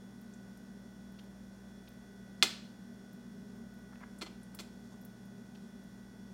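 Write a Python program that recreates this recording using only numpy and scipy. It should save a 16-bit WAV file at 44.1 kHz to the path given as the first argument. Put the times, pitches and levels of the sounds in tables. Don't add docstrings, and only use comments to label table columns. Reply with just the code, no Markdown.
import sys
import numpy as np
from scipy import signal
from scipy.fft import rfft, irfft
from scipy.io import wavfile

SR = 44100
rng = np.random.default_rng(int(sys.argv[2]) if len(sys.argv) > 2 else 0)


def to_wav(s):
    ch = np.atleast_2d(s).T
    pcm = np.round(np.clip(ch, -1, 1) * 32767)
    wavfile.write(sys.argv[1], SR, pcm.astype(np.int16))


N = 279153
T = np.arange(N) / SR


# start_s, relative_level_db, centre_hz, width_octaves
FILM_TICKS = [(.213, -62.5, 13000, .7), (.337, -58, 6860, 0.41), (.573, -62, 8500, 1.1),
              (1.121, -65, 13000, .6), (1.887, -58.5, 14000, .8), (3.130, -61, 13650, 0.8),
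              (4.186, -55.5, 9000, .6), (4.431, -57, 9600, 0.35), (4.548, -47, 12000, 1),
              (5.013, -60, 13500, .6), (5.049, -53, 13000, .7), (5.254, -64.5, 11000, 1.5)]
# start_s, level_db, centre_hz, width_octaves, length_s
SQUEEZES = [(1.188, -58.5, 3500, 0.9, 0.011), (1.875, -60.5, 3550, 0.89, .009),
            (3.923, -59, 1250, 0.4, 0.015), (3.956, -57, 2210, 1.1, .0031), (4.005, -59, 1300, 1.3, 0.024),
            (4.03, -51, 1320, .87, 0.012), (4.543, -60, 1970, 3.1, 0.0094), (4.918, -66, 990, 1.7, 0.026),
            (5.549, -62, 3730, 1.2, .012)]

def sauce(tick_gain_db=-1, slide_db=-81, slide_band_hz=(3500, 7500), grains_per_s=2500, swell_db=8.5):
    out = np.zeros(N)
    for start_s, db, hz, octaves, length_s in SQUEEZES:
        add(out, start_s, from_db(db) * squelch(hz, octaves, length_s))
    grains = (rng.random(N) < grains_per_s / SR) * rng.standard_normal(N)
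    grains *= from_db(2.5 * drift(40))
    contour_db = 0.9 * drift(4) + swell_db * bump(4.9, width_s=0.069)
    for start_s, db, hz, octaves in FILM_TICKS + faint_ticks():
        add(out, start_s, from_db(db + tick_gain_db) * film_tick(hz, octaves))
    crackle = rms_one(cut(grains, slide_band_hz, "band"))
    return out + from_db(slide_db + contour_db) * crackle


def squelch(hz, octaves, length_s, ring_cycles=10, rise=0.38, count=24, size=4000):
    place, pitch, strength = rng.random((3, count, 1))
    birth_s = length_s * (np.arange(count)[:, None] + place) / count
    age = np.maximum(T[:size] - birth_s, 0)
    bubble_hz = hz * 2 ** (octaves * (pitch - .5))
    t60 = ring_cycles / bubble_hz
    amplitude = (.5 + strength) * rng.choice([-1, 1], (count, 1))
    phase = 2 * np.pi * bubble_hz * age * (1 + rise * age / t60)
    cluster = (amplitude * np.sin(phase) * decay(age, t60)).sum(axis=0)
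    return rms_one(cluster) * np.sqrt((length_s + 0.00092) * SR / size)


def film_tick(hz, octaves, attack_s=0.00027, hold_s=0.00076, t60=0.042, size=6000):
    t = T[:size]
    grains = rng.standard_normal(size) * from_db(1.2 * rng.standard_normal(size))
    edges_hz = hz * 2 ** (np.array([-.5, .5]) * octaves)
    band = rms_one(cut(grains, edges_hz, "band"))
    return band * (1 - np.exp(-t / attack_s)) * decay(np.maximum(t - hold_s, 0), t60)


def faint_ticks(per_s=1.2, db=-71, spread_db=2, hz=12500, spread_octaves=.5, width_octaves=.6):
    rows = []
    for when, softness, pitch in rng.random((round(per_s * N / SR), 3)):
        level_db = db - spread_db * (2 * softness - 1)
        centre_hz = hz * 2 ** (spread_octaves * (pitch - .5))
        rows.append((when * T[-1], level_db, centre_hz, width_octaves))
    return rows


# start_s, gain_db, rebound_count (rounded in use), change_per_rebound_db,
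# crack_db, body_db, treble_db, main_mode_db
PAN_KNOCKS = [(2.4256, 0, 0, 0, -4, 1, -2.5, -1.5), (4.2123, -33, 0, 0, -16, 19.5, 7.5, -9),
              (4.2183, -26, 1, -2.5, -7, 17, -2, -8.5), (4.2628, -38.5, 1.5, -7.5, -18, 25, -18, -7),
              (4.5897, -34.5, 2.5, 0, -6.5, 15, 10, -8)]

def pan(body_hz=600, treble_hz=7500, lowest_hz=150):
    clack, ring = np.zeros((2, N))
    for start_s, gain_db, rebounds, change_db, crack_db, body_db, treble_db, main_mode_db in PAN_KNOCKS:
        for s, db in chatter(start_s, gain_db, rebounds, change_db):
            blow = from_db(db) * pan_blow(crack_db, main_mode_db)
            blow += (from_db(body_db) - 1) * cut(blow, body_hz, "low", order=1)
            blow += (from_db(treble_db) - 1) * cut(blow, treble_hz, "high", order=1)
            blow = cut(blow, lowest_hz, "high")
            add(clack, s, blow[0])
            add(ring, s, blow[1])
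    return clack, ring


def chatter(start_s, db, rebounds, change_db, spacing_s=.0058, jitter=.1):
    slack = jitter * rng.uniform(-1, 1, round(rebounds) + 1)
    return [(start_s + spacing_s * (k + late * (k > 0)), db + k * change_db)
            for k, late in enumerate(slack)]


# frequency_hz, relative_level_db
CRACK_SPECTRUM = [(200, -55.5), (600, -27.5), (1000, -10), (1500, 2.5), (2400, 5), (3600, 8), (4400, 11),
                  (5500, 1), (7600, -24), (10000, -19.5), (15000, -17.5)]
# pitch_hz, relative_level_db, t60_s
RING_MODES = [(3492, -17, .06), (2435, -24, .055), (4290, -26, .07), (3220, -28, .07), (328, -45, .2),
              (440, -52, .15), (770, -44, .15), (1205, -40, .07), (1290, -40, .07), (1385, -41, .07),
              (2035, -38, .18), (2080, -32, .07), (2490, -39, .12), (2815, -42, .1), (3130, -35, .09),
              (3870, -33, .06), (4145, -28, .06), (4480, -31, .06), (5290, -38, .06), (5878, -38, .07),
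              (7320, -38, .05), (7675, -40, .06), (12500, -48, .04)]

def pan_blow(crack_db, main_mode_db, echo_s=.00285, echo_db=-7, sheet_db=-20, low_modes_db=5, size=22050):
    t = T[:size]
    crack = np.zeros(size)
    add(crack, 0, from_db(crack_db) * pulse(CRACK_SPECTRUM))
    echo = from_db(echo_db) * np.interp(t - echo_s, t, crack, left=0)
    sheet = from_db(sheet_db) * sheet_rattle(size)
    ring = np.zeros(size)
    for k, (hz, db, t60) in enumerate(RING_MODES):
        mode_db = db + main_mode_db * (k < 2) + low_modes_db * (hz < 500)
        ring += (-1) ** k * from_db(mode_db) * np.sin(2 * np.pi * hz * t) * decay(t, t60)
    return np.array([crack + echo + sheet, ring])


# frequency_hz, relative_level_db
RATTLE_SPECTRUM = [(60, -16), (150, -15.5), (330, -7), (600, -11.5), (1000, -7.5), (1300, -5),
                   (1750, -19.5), (2300, -4.5), (4200, -10), (5500, -6), (8000, -8), (11000, -18),
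                   (15500, -23.5)]

def sheet_rattle(size, nominal_t60=0.069, build_s=.002):
    t = T[:size]
    envelope = decay(t, nominal_t60) * (1 - np.exp(-t / build_s))
    phase = np.angle(rfft(rng.standard_normal(size) * envelope))
    burst = irfft(bin_gains(RATTLE_SPECTRUM, size) * np.exp(1j * phase), size)
    burst *= decay(t, 10 * nominal_t60) * (t < t[-1] / 2)
    return burst * np.linalg.norm(envelope) / np.linalg.norm(burst)


def kitchen(x, wet_db=-10.0, t60=0.47, treble_t60=0.33, split_hz=7000, build_s=0.0027, size=26000):
    t = T[:size]
    scatter = rng.standard_normal(size)
    low = cut(scatter, split_hz, "low", order=3) * decay(t, t60)
    high = cut(scatter, split_hz, "high", order=3) * decay(t, treble_t60)
    tail = (low + high) * (1 - np.exp(-(t / build_s) ** 2))
    return from_db(wet_db) * signal.fftconvolve(x, tail / np.linalg.norm(tail))[:N]


WHINE_HARMONICS = {19: -87, 25: -72, 26: -76, 30: -83, 33: -76, 34: -86, 35: -87, 42: -89, 58: -78, 77: -88,
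                   89: -87, 95: -87, 97: -87, 117: -90, 154: -91, 158: -93, 174: -95, 218: -99}

def compressor(speed_hz=58.94, wobble_hz=.006, waver_db=1.7):
    turn = 2 * np.pi * np.cumsum(speed_hz + wobble_hz * drift(3.4)) / SR
    whine = sum(from_db(db + waver_db * drift(4.5)) * np.sin(k * turn + 2 * np.pi * rng.random())
                for k, db in WHINE_HARMONICS.items())
    return np.sqrt(2) * (throb(turn) + whine + buzz(turn, speed_hz))


def throb(turn, pump_db=-68, motor_db=-77, period_s=2.65, crest_s=1.5):
    slip = 2 * np.pi * (T - crest_s) / period_s
    return from_db(pump_db) * np.sin(turn) + from_db(motor_db) * np.sin(turn + slip)


# frequency_hz, mean_level_db
BUZZ_SPECTRUM = [(1000, -86.5), (1700, -94.5), (2400, -102.5), (3500, -99), (4900, -99), (5500, -88.5),
                 (6200, -97.5), (6900, -96.5), (8300, -108), (9100, -91.5), (9800, -108), (10250, -100),
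                 (12200, -110), (12900, -101), (13600, -114)]

def buzz(turn, speed_hz, spread_db=4.5, size=8192):
    multiples = np.arange(2, 240)
    level_db = at_hz(BUZZ_SPECTRUM, multiples * speed_hz)
    level_db += spread_db * (2 * rng.random(len(multiples)) - 1)
    lines = from_db(level_db) * np.exp(2j * np.pi * rng.random(len(multiples)))
    lines[np.isin(multiples, list(WHINE_HARMONICS))] = 0
    cycle = irfft(np.r_[0, 0, lines], size) * size / 2
    return np.interp(turn, np.arange(size) * 2 * np.pi / size, cycle, period=2 * np.pi)


# frequency_hz, relative_density_db
HISS_SPECTRUM = [(28, -14), (39, 2), (75, -2.5), (100, 0.5), (260, 6), (480, -0.5), (650, -1), (1100, -12),
                 (1700, -12), (2200, -19), (6500, -21), (8500, -26.5), (15500, -28)]
# pitch_hz, rms_level_db, waver_db
FAN_TONES = [(120.2, -64.5, 1.5), (194.9, -54, 1)]
# centre_s, half_width_s, gain_db
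SWELLS = [(1.5, .25, -3), (3.42, 0.21, 4), (5.35, 1, 2)]
# centre_hz, width_hz, relative_level_db
AIR_RESONANCES = [(179, 33, -4.5), (232.1, 20.5, 1), (399, 25, -11.5)]

def fan(hiss_db=-60.5, rumble_db=-58):
    out = from_db(hiss_db) * noise(HISS_SPECTRUM, N)
    for hz, db, waver_db in FAN_TONES:
        amplitude = np.sqrt(2) * from_db(db + waver_db * drift(6.2))
        out += amplitude * np.sin(2 * np.pi * hz * T + 0.064 * drift(6.4))
    swell = from_db(rumble_db + sum(db * bump(s, width_s) for s, width_s, db in SWELLS))
    for hz, width_hz, db in AIR_RESONANCES:
        band = cut(rng.standard_normal(N), [hz - width_hz / 2, hz + width_hz / 2], "band")
        out += swell * from_db(db) * rms_one(band)
    return out


def from_db(db):
    return 10 ** (np.asarray(db) / 20)


def rms_one(x):
    return x / np.sqrt(np.mean(x ** 2) + 1e-20)


def at_hz(points, hz):
    f, db = np.transpose(points)
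    return np.interp(np.log(hz + 0.00072), np.log(f), db)


def bin_gains(spectrum, size):
    return from_db(at_hz(spectrum, np.fft.rfftfreq(size, 1 / SR)))


def add(out, s, sound):
    i = round(s * SR)
    out[i:i + len(sound)] += sound[:N - i]


def cut(x, hz, kind, order=2):
    return signal.sosfilt(signal.butter(order, np.clip(hz, 10, .47 * SR), kind, fs=SR, output="sos"), x)


def noise(spectrum, size):
    return rms_one(irfft(rfft(rng.standard_normal(size)) * bin_gains(spectrum, size), size))


def pulse(spectrum, size=2048):
    cepstrum = irfft(np.log(bin_gains(spectrum, size)))
    one_sample_delay = np.exp(-2j * np.pi * np.fft.rfftfreq(size))
    shape = irfft(np.exp(rfft(2 * cepstrum[1:size // 2], size) * one_sample_delay))
    return shape / np.abs(shape).max()


def drift(knots_per_s):
    knots = rng.standard_normal(1000)
    return np.interp(T * knots_per_s, np.arange(len(knots)), knots)


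def decay(t, t60):
    return np.exp(-np.log(1000) * t / t60)


def bump(s, width_s):
    return np.exp(-((T - s) / width_s) ** 2)


def scene(ring_to_room_db=-9):
    clack, ring = pan()
    near = clack + sauce()
    room = kitchen(near + from_db(ring_to_room_db) * ring)
    return (near + ring + room + compressor() + fan())[None]


def record(dry, cutoff_hz=15900):
    return signal.sosfilt(signal.ellip(10, .1, 70, cutoff_hz, fs=SR, output="sos"), dry)


dry = scene()
out = record(dry)
to_wav(out)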